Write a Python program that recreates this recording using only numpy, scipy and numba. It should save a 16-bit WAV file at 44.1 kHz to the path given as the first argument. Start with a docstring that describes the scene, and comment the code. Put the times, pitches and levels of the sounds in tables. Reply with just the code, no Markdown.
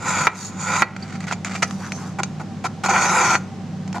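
"""Shaving ice in a quiet bar

A broad knife shaves an upright ice block on a wooden board, up close: two light strokes, then a deep one.
Each is a stream of tiny fractures that rings block and blade, and ends in a knock on the board.
In between, the blade pushes slush aside, slides over wet ice and is set on the top edge.
Refrigeration hums behind."""
import sys
import numpy as np
from scipy import signal
from scipy.fft import rfft, irfft
from scipy.io import wavfile
from scipy.ndimage import uniform_filter1d, minimum_filter1d, map_coordinates
from numba import njit

SR = 44100
rng = np.random.default_rng(int(sys.argv[2]) if len(sys.argv) > 2 else 0)


def output_pcm(signal):
    """Save a mono or channel-first signal as 16-bit PCM at the path in sys.argv[1].

    Samples are clipped to [-1, 1] before scaling.
    """
    pcm = np.clip(np.atleast_2d(signal).T, -1, 1) * 32767
    wavfile.write(sys.argv[1], SR, np.round(pcm).astype(np.int16))


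N = 176400
TRAVEL_HZ = 11  # changes of contact per second as the blade travels

# tone of breaking crystals: freq_hz, level_db
GRIT_EQ = [(100, 12.5), (300, 5), (2400, 0), (3100, 0), (4500, 1), (7400, -1), (8300, -6), (13600, -25),
           (15000, -43)]
# tone of the dull thud under the cut: freq_hz, level_db
THUD_EQ = [(200, -35.5), (350, -2.5), (520, -23.5), (780, 2.5), (1100, -10), (6000, -56)]
# tone of loose wet shavings: freq_hz, level_db
SLUSH_EQ = [(150, -19), (750, 0.5), (1100, -3), (1350, 7.5), (1650, -1.5), (2100, 2.5), (3200, -10.5),
            (7400, -12), (8500, -21), (15000, -48.5)]


def amp(db):
    return 10 ** (np.asarray(db) / 20)


def unit(x):
    return x / np.sqrt(np.mean(x ** 2))


def times():
    return np.arange(N) / SR


def response(points):
    """Causal impulse response of an EQ curve, by the cepstrum."""
    size = 1024
    hz, db = np.array(points, float).T
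    bins_hz = np.maximum(np.arange(size // 2 + 1) * SR / size, 1)
    cepstrum = irfft(np.log(amp(np.interp(np.log(bins_hz), np.log(hz), db))))
    cepstrum[1:size // 2] *= 2
    cepstrum[size // 2 + 1:] = 0
    return irfft(np.exp(rfft(cepstrum)))


def through(x, impulse):
    """Filter by a response scaled to keep the power of white noise."""
    return signal.fftconvolve(x, impulse / np.sqrt(np.sum(impulse ** 2)))[:N]


@njit
def bandpass(x, hz, width):
    """State-variable band-pass with a moving centre."""
    y, band, low = np.empty(len(x)), 0., 0.
    for i in range(len(x)):
        g, damping = np.tan(np.pi * hz[i] / SR), width / hz[i]
        v = (band + g * (x[i] - low)) / (1 + g * (g + damping))
        band, low, y[i] = 2 * v - band, low + 2 * g * v, damping * v
    return y


def resonance(x, hz, width):
    """Two band-passes in series: a steep resonance at unit level."""
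    hz = hz * np.ones(N)
    return unit(bandpass(bandpass(x, hz, float(width)), hz, float(width)))


def walk(rate_hz):
    """Smooth random drift with a spread of 1."""
    return unit(np.interp(times() * rate_hz, np.arange(N), rng.standard_normal(N)))


def gate(start, length, attack, release):
    """Attack, hold and exponential release, in seconds."""
    t = times() - start
    return np.clip(t / attack, 0, 1) * np.exp(-np.maximum(t - length, 0) / release)


def fractures(per_s, spread_db):
    """Random tiny clicks of uneven size, at unit level."""
    clicks = (rng.random(N) < per_s / SR) * rng.choice([-1, 1], N)
    return unit(clicks * amp(spread_db * np.minimum(rng.standard_normal(N), 2)))


def refrigeration():
    """The background bed: mains hum, rumbling cabinet resonances and wide fan air."""
    # humming cabinets: pitch_hz, nominal_width_hz, level_db
    cabinets = [(108, 31, -57), (155.2, 11.6, -37), (189.3, 7.7, -33.5), (232.3, 14, -43),
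                (775.6, 19, -48.5)]
    # tone of the fan air: freq_hz, level_db
    air_eq = [(25, -13), (70, -13), (110, 8), (200, 7), (450, -4), (800, -8), (3200, -21), (6600, -24.5),
              (15500, -56.5)]
    mains_hz, mains_db, air_db = 99.5, -40.5, -37.5
    drone = sum(amp(db) * resonance(rng.standard_normal(N), hz, 1.77 * w) for hz, w, db in cabinets)
    hum = amp(mains_db) * np.sqrt(2) * np.sin(2 * np.pi * mains_hz * times())
    air, side = (amp(air_db) * through(rng.standard_normal(N), response(air_eq)) for _ in range(2))
    side = signal.fftconvolve(side, response([(1500, -10.0), (7000, -2.5)]))[:N]
    return drone + hum + air + side * np.array([[1], [-1]])


def reflect(x, decay_s, eq):
    """Dense reflections that die away."""
    t = times()[:SR * 3 // 5]
    tail = rng.standard_normal(len(t)) * np.exp(-t / decay_s) * (1 - np.exp(-t / 0.0009))
    return signal.fftconvolve(through(x, tail), response(eq))[:N]


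def bar_room(x):
    """Bright reflections off the steel counter arrive from the sides; a short room tail follows."""
    # tone of the counter reflections: freq_hz, level_db
    counter_eq = [(2300, -9), (4500, 1), (14000, 1)]
    # tone of the room tail: freq_hz, level_db
    room_eq = [(100, 6), (1800, -10), (14000, -7)]
    counter_decay_s, room_t60_s = 0.0061, 0.38
    turn = 2 * walk(2.007)  # the paths change as the knife moves
    side = amp(-5) * sum(fade(turn) * reflect(x, counter_decay_s, counter_eq) for fade in (np.sin, np.cos))
    room = amp(-10.5) * reflect(x, room_t60_s / np.log(1000), room_eq)
    return x + room + side * np.array([[1], [-1]])


def body():
    """Impulse response of block, board and blade together: damped modes of alternating sign."""
    # body modes: pitch_hz, width_hz, level_db
    modes = [(505, 32, -8.5), (865, 110, -3.5), (1016, 41.6, 1), (1320, 144, 2), (1457, 167, -0.5),
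             (1866, 173, -9.5), (2370, 257, -9)]
    t = times()[:SR // 10]
    return sum((-1) ** k * amp(db) * width * np.exp(-np.pi * width * t) * np.cos(2 * np.pi * hz * t)
               for k, (hz, width, db) in enumerate(modes))


def blade_ring(x):
    """Contacts ring the steel; as they travel, its modes bend slightly and take turns to stand out."""
    # modes of the steel blade: pitch_hz
    modes = [856, 1420, 1949, 2369, 3840, 4390, 4720, 5950, 6270, 6700, 7060, 7400, 9900, 13400]
    q, drift, sway_db, tilt_db_per_oct = 134, 0.0064, 5, 6.5
    out = x
    for hz in modes:
        db = 3 + tilt_db_per_oct * np.log2(min(hz / 6000, 1))  # weaker below 6 kHz
        drive = amp(db + sway_db * np.tanh(walk(TRAVEL_HZ)))
        out = out + bandpass(x * drive, hz * (1 + drift * walk(TRAVEL_HZ)), hz / q)
    return out


def tip_echo(x):
    """A wave runs from the moving contact to the blade's tip and back, sweeping a comb filter."""
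    lag_s = 0.000836 * (1 + 0.05 * walk(TRAVEL_HZ))
    return unit(x + 0.52 * map_coordinates(x, [(times() - lag_s) * SR]))


def steady(x):
    """The pressed edge holds a vibration at an even strength."""
    return x / np.sqrt(uniform_filter1d(x ** 2, size=400) + 1e-9)


def rubs():
    """Wet steel and fingers slide over the ice: swells of wandering friction under a broad hiss."""
    # slides: start_s, length_s, friction_db, hiss_db
    slides = [(0.325, 0.19, -41.5, -38), (1.45, 0.46, -46, -50.5), (1.788, 0.11, -36.5, -49),
              (1.85, 0.3, -39.5, -49)]
    friction = resonance(fractures(2500, 2.3), hz=1065 * 2 ** (0.35 * walk(30)), width=830)
    hiss = tip_echo(resonance(fractures(1400, 4.9), hz=5460, width=4600))
    out = 0
    for at, length, friction_db, hiss_db in slides:
        swell = np.sin(np.pi * np.clip((times() - at) / length, 0, 1))
        out = out + swell * (amp(friction_db) * friction + amp(hiss_db) * hiss)
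    return out


def squeaks():
    """The ice sings briefly at one thin pitch as the edge skids."""
    # skids: start_s, length_s, pitch_hz, level_db
    skids = [(1.024, 0.0031, 4640, -35), (1.917, 0.067, 6200, -47), (3.11, 0.091, 10400, -44.5)]
    out = 0
    for at, length, hz, db in skids:
        tone = steady(resonance(rng.standard_normal(N), hz, hz / 10))
        out = out + amp(db) * gate(at, length, 0.0023, 0.0053) * tone
    return out


def slush():
    """Loose shavings crunch in uneven clusters."""
    # slush pushed and the block turned: start_s, length_s, level_db
    pushes = [(.988, .16, -43.5), (1.116, 0.044, -39.5), (1.2, 0.044, -37), (1.265, 0.07, -31.5),
              (1.443, 0.13, -31.5), (1.619, 0.014, -21)]
    press = sum(amp(db) * gate(at, length, 0.0052, 0.01) for at, length, db in pushes)
    crunch = fractures(2800, 4.3) * unit(amp(3.4 * walk(110)))
    return through(crunch * press, response(SLUSH_EQ))


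def snaps():
    """Single crumbs of ice break in bursts a few milliseconds long, each with its own brightness."""
    # crumbs: start_s, level_db, treble_shelf_db
    crumbs = [(0.964, -19, 0.5), (1.125, -33, -4), (1.205, -29, 5.5), (1.273, -25, 2), (1.311, -11.5, -21),
              (1.324, -13, -20), (1.447, -27.5, 14.5), (1.6287, -11.5, 5.5), (1.709, -17.5, -1),
              (1.864, -24.5, 0), (1.92, -29, 17), (2.233, -12, 6), (3.877, -35, 8), (3.928, -26, 4.5)]
    bursts = np.array([amp(db) * gate(at, 0, 0.00064, 0.0018) for at, db, _ in crumbs])
    grains = fractures(20000, 0.33)
    plain = grains * bursts.sum(0)
    treble = grains * (amp(np.array(crumbs)[:, 2]) @ bursts)
    crossover = signal.butter(2, 2930, fs=SR, output="sos")
    shelved = treble + signal.sosfilt(crossover, plain - treble)
    return through(shelved, response(SLUSH_EQ))


def bites():
    """Short judders as the edge or the block finds its seat."""
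    # the edge bites the top of the block: start_s, length_s, ring_db, grit_db, thud_db
    judders = [(2.185, 0.02, -24.5, -38, -23.5), (2.395, 0.026, -36, -47, -33.5),
               (2.639, 0.031, -23, -34, -27), (2.835, 0.021, -19, -28.5, -25.5),
               (2.883, 0.0325, -18, -33, -20.5), (2.956, 0.0095, -14, -46, -22),
               (3.942, 0.033, -34, -42.5, -26.5), (3.979, 0.0043, -46, -38, -20)]
    out = 0
    for k, layer in enumerate([body(), response(GRIT_EQ), response(THUD_EQ)]):
        press = sum(amp(db[k]) * gate(at, length, 0.0024, 0.00062) for at, length, *db in judders)
        out = out + through(press * fractures(3000, 0.78), layer)
    return out


def knocks():
    """The blade lands on the board: one hard blow, then a dying rattle of the edge."""
    # landings: start_s, ring_db, crack_db
    landings = [(.2700, 7, 11), (0.8217, 7.5, 9), (3.3538, -11.5, -4)]
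    # tone of the crack: freq_hz, level_db
    crack_eq = [(100, 5), (700, 2.5), (1450, 13), (2100, 9), (3300, -5.5), (5200, -12.5), (15000, -43)]
    rattle_decay_s, rattle_db = 0.0043, -3.5
    ring, crack = np.zeros(N), np.zeros(N)
    for at, ring_db, crack_db in landings:
        blow = gate(at + 0.0017, 0, 0.0018, rattle_decay_s) * rng.standard_normal(N)
        blow *= amp(rattle_db) / np.sqrt(np.sum(blow ** 2))
        blow[int(at * SR)] += 1  # the hit, just ahead of its rattle
        ring += amp(ring_db) * blow
        crack += amp(crack_db) * blow
    return np.sqrt(SR / 2000) * (through(crack, response(crack_eq)) - through(ring, body()))


def shave(curve, per_s, catch_hz, catch_db, grit_db, thud_db, hiss_width_hz):
    """Dense fractures ring the body under even pressure; a narrow hiss shifts as the blade travels."""
    at, chatter_db, hiss_db, hiss_hz = np.array(curve).T
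    t = times()
    force, hiss_gain = (amp(np.interp(t, at, db, left=-120, right=-120)) for db in (chatter_db, hiss_db))
    catch = unit(amp(catch_db * walk(catch_hz)))  # fast flutter in level
    ring = through(fractures(per_s, 0.56), body())
    thud = amp(thud_db) * through(fractures(per_s, 1), response(THUD_EQ))
    grit = amp(grit_db) * tip_echo(through(fractures(per_s / 2, 2.3), response(GRIT_EQ)))
    hiss = steady(resonance(fractures(per_s, 0.74), np.interp(t, at, hiss_hz), hiss_width_hz))
    return catch * (force * steady(ring + thud) + np.sqrt(force * hiss_gain) * grit + hiss_gain * hiss)


def scene():
    """All contacts ring the blade and sound in the bar, over the refrigeration."""
    # two light strokes with the lift between them: time_s, chatter_db, hiss_db, hiss_hz
    light_strokes = [(0, -41.5, -52, 7100), (.068, -22, -35, 6960), (.262, -23.5, -35, 6750),
                     (.295, -30, -58, 6770), (.455, -45, -33, 6800), (.535, -45, -60, 6700),
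                     (.61, -35, -38, 7000), (.705, -20.5, -36.5, 6840), (.818, -22.5, -34.5, 6800),
                     (.835, -45, -71, 6500)]
    # the deep stroke: time_s, chatter_db, hiss_db, hiss_hz
    deep_stroke = [(2.86, -16.5, -26.5, 6650), (2.884, -32, -53, 6430), (2.895, -32, -28.5, 6480),
                   (2.94, -16, -39.5, 6400), (3.03, -19, -28.5, 6600), (3.095, -18.5, -30.5, 6100),
                   (3.17, -16.5, -33, 7200), (3.26, -17.5, -30.5, 6000), (3.348, -16, -32, 6300),
                   (3.385, -39, -50, 6330)]
    light = shave(light_strokes, per_s=8000, catch_hz=222, catch_db=1.74,
                  grit_db=-2.5, thud_db=-23.0, hiss_width_hz=870)
    deep = shave(deep_stroke, per_s=9000, catch_hz=122, catch_db=0.98,
                 grit_db=-4.0, thud_db=-10.0, hiss_width_hz=1260)
    contacts = light + deep + bites() + knocks() + slush() + rubs() + squeaks() + snaps()
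    low_cut = signal.butter(2, 130, "high", fs=SR, output="sos")
    ice = signal.sosfilt(low_cut, blade_ring(contacts))
    balance = amp([[-0.4], [0.4]])  # a touch to the right
    return (bar_room(ice) + refrigeration()) * balance


@njit
def follow(x, attack, release):
    """Peak follower."""
    y, level = np.empty(len(x)), 0.
    for i in range(len(x)):
        level += (x[i] - level) * (attack if x[i] > level else release)
        y[i] = level
    return y


def record(dry):
    """A slow-recovering look-ahead limiter catches the knocks; overs clip and the top is cut."""
    threshold, release_s, top_hz = 1.76, 0.2, 15300
    peak = follow(np.abs(dry).max(0), 0.87, 1 / (release_s * SR))
    gain = np.minimum(1, threshold / (peak + 1e-9))
    gain = uniform_filter1d(minimum_filter1d(gain, size=41), size=41)
    high_cut = signal.ellip(10, .2, 80, top_hz, fs=SR, output="sos")
    return signal.sosfilt(high_cut, np.clip(dry * gain, -1, 1))


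dry = scene()
out = record(dry)
output_pcm(out)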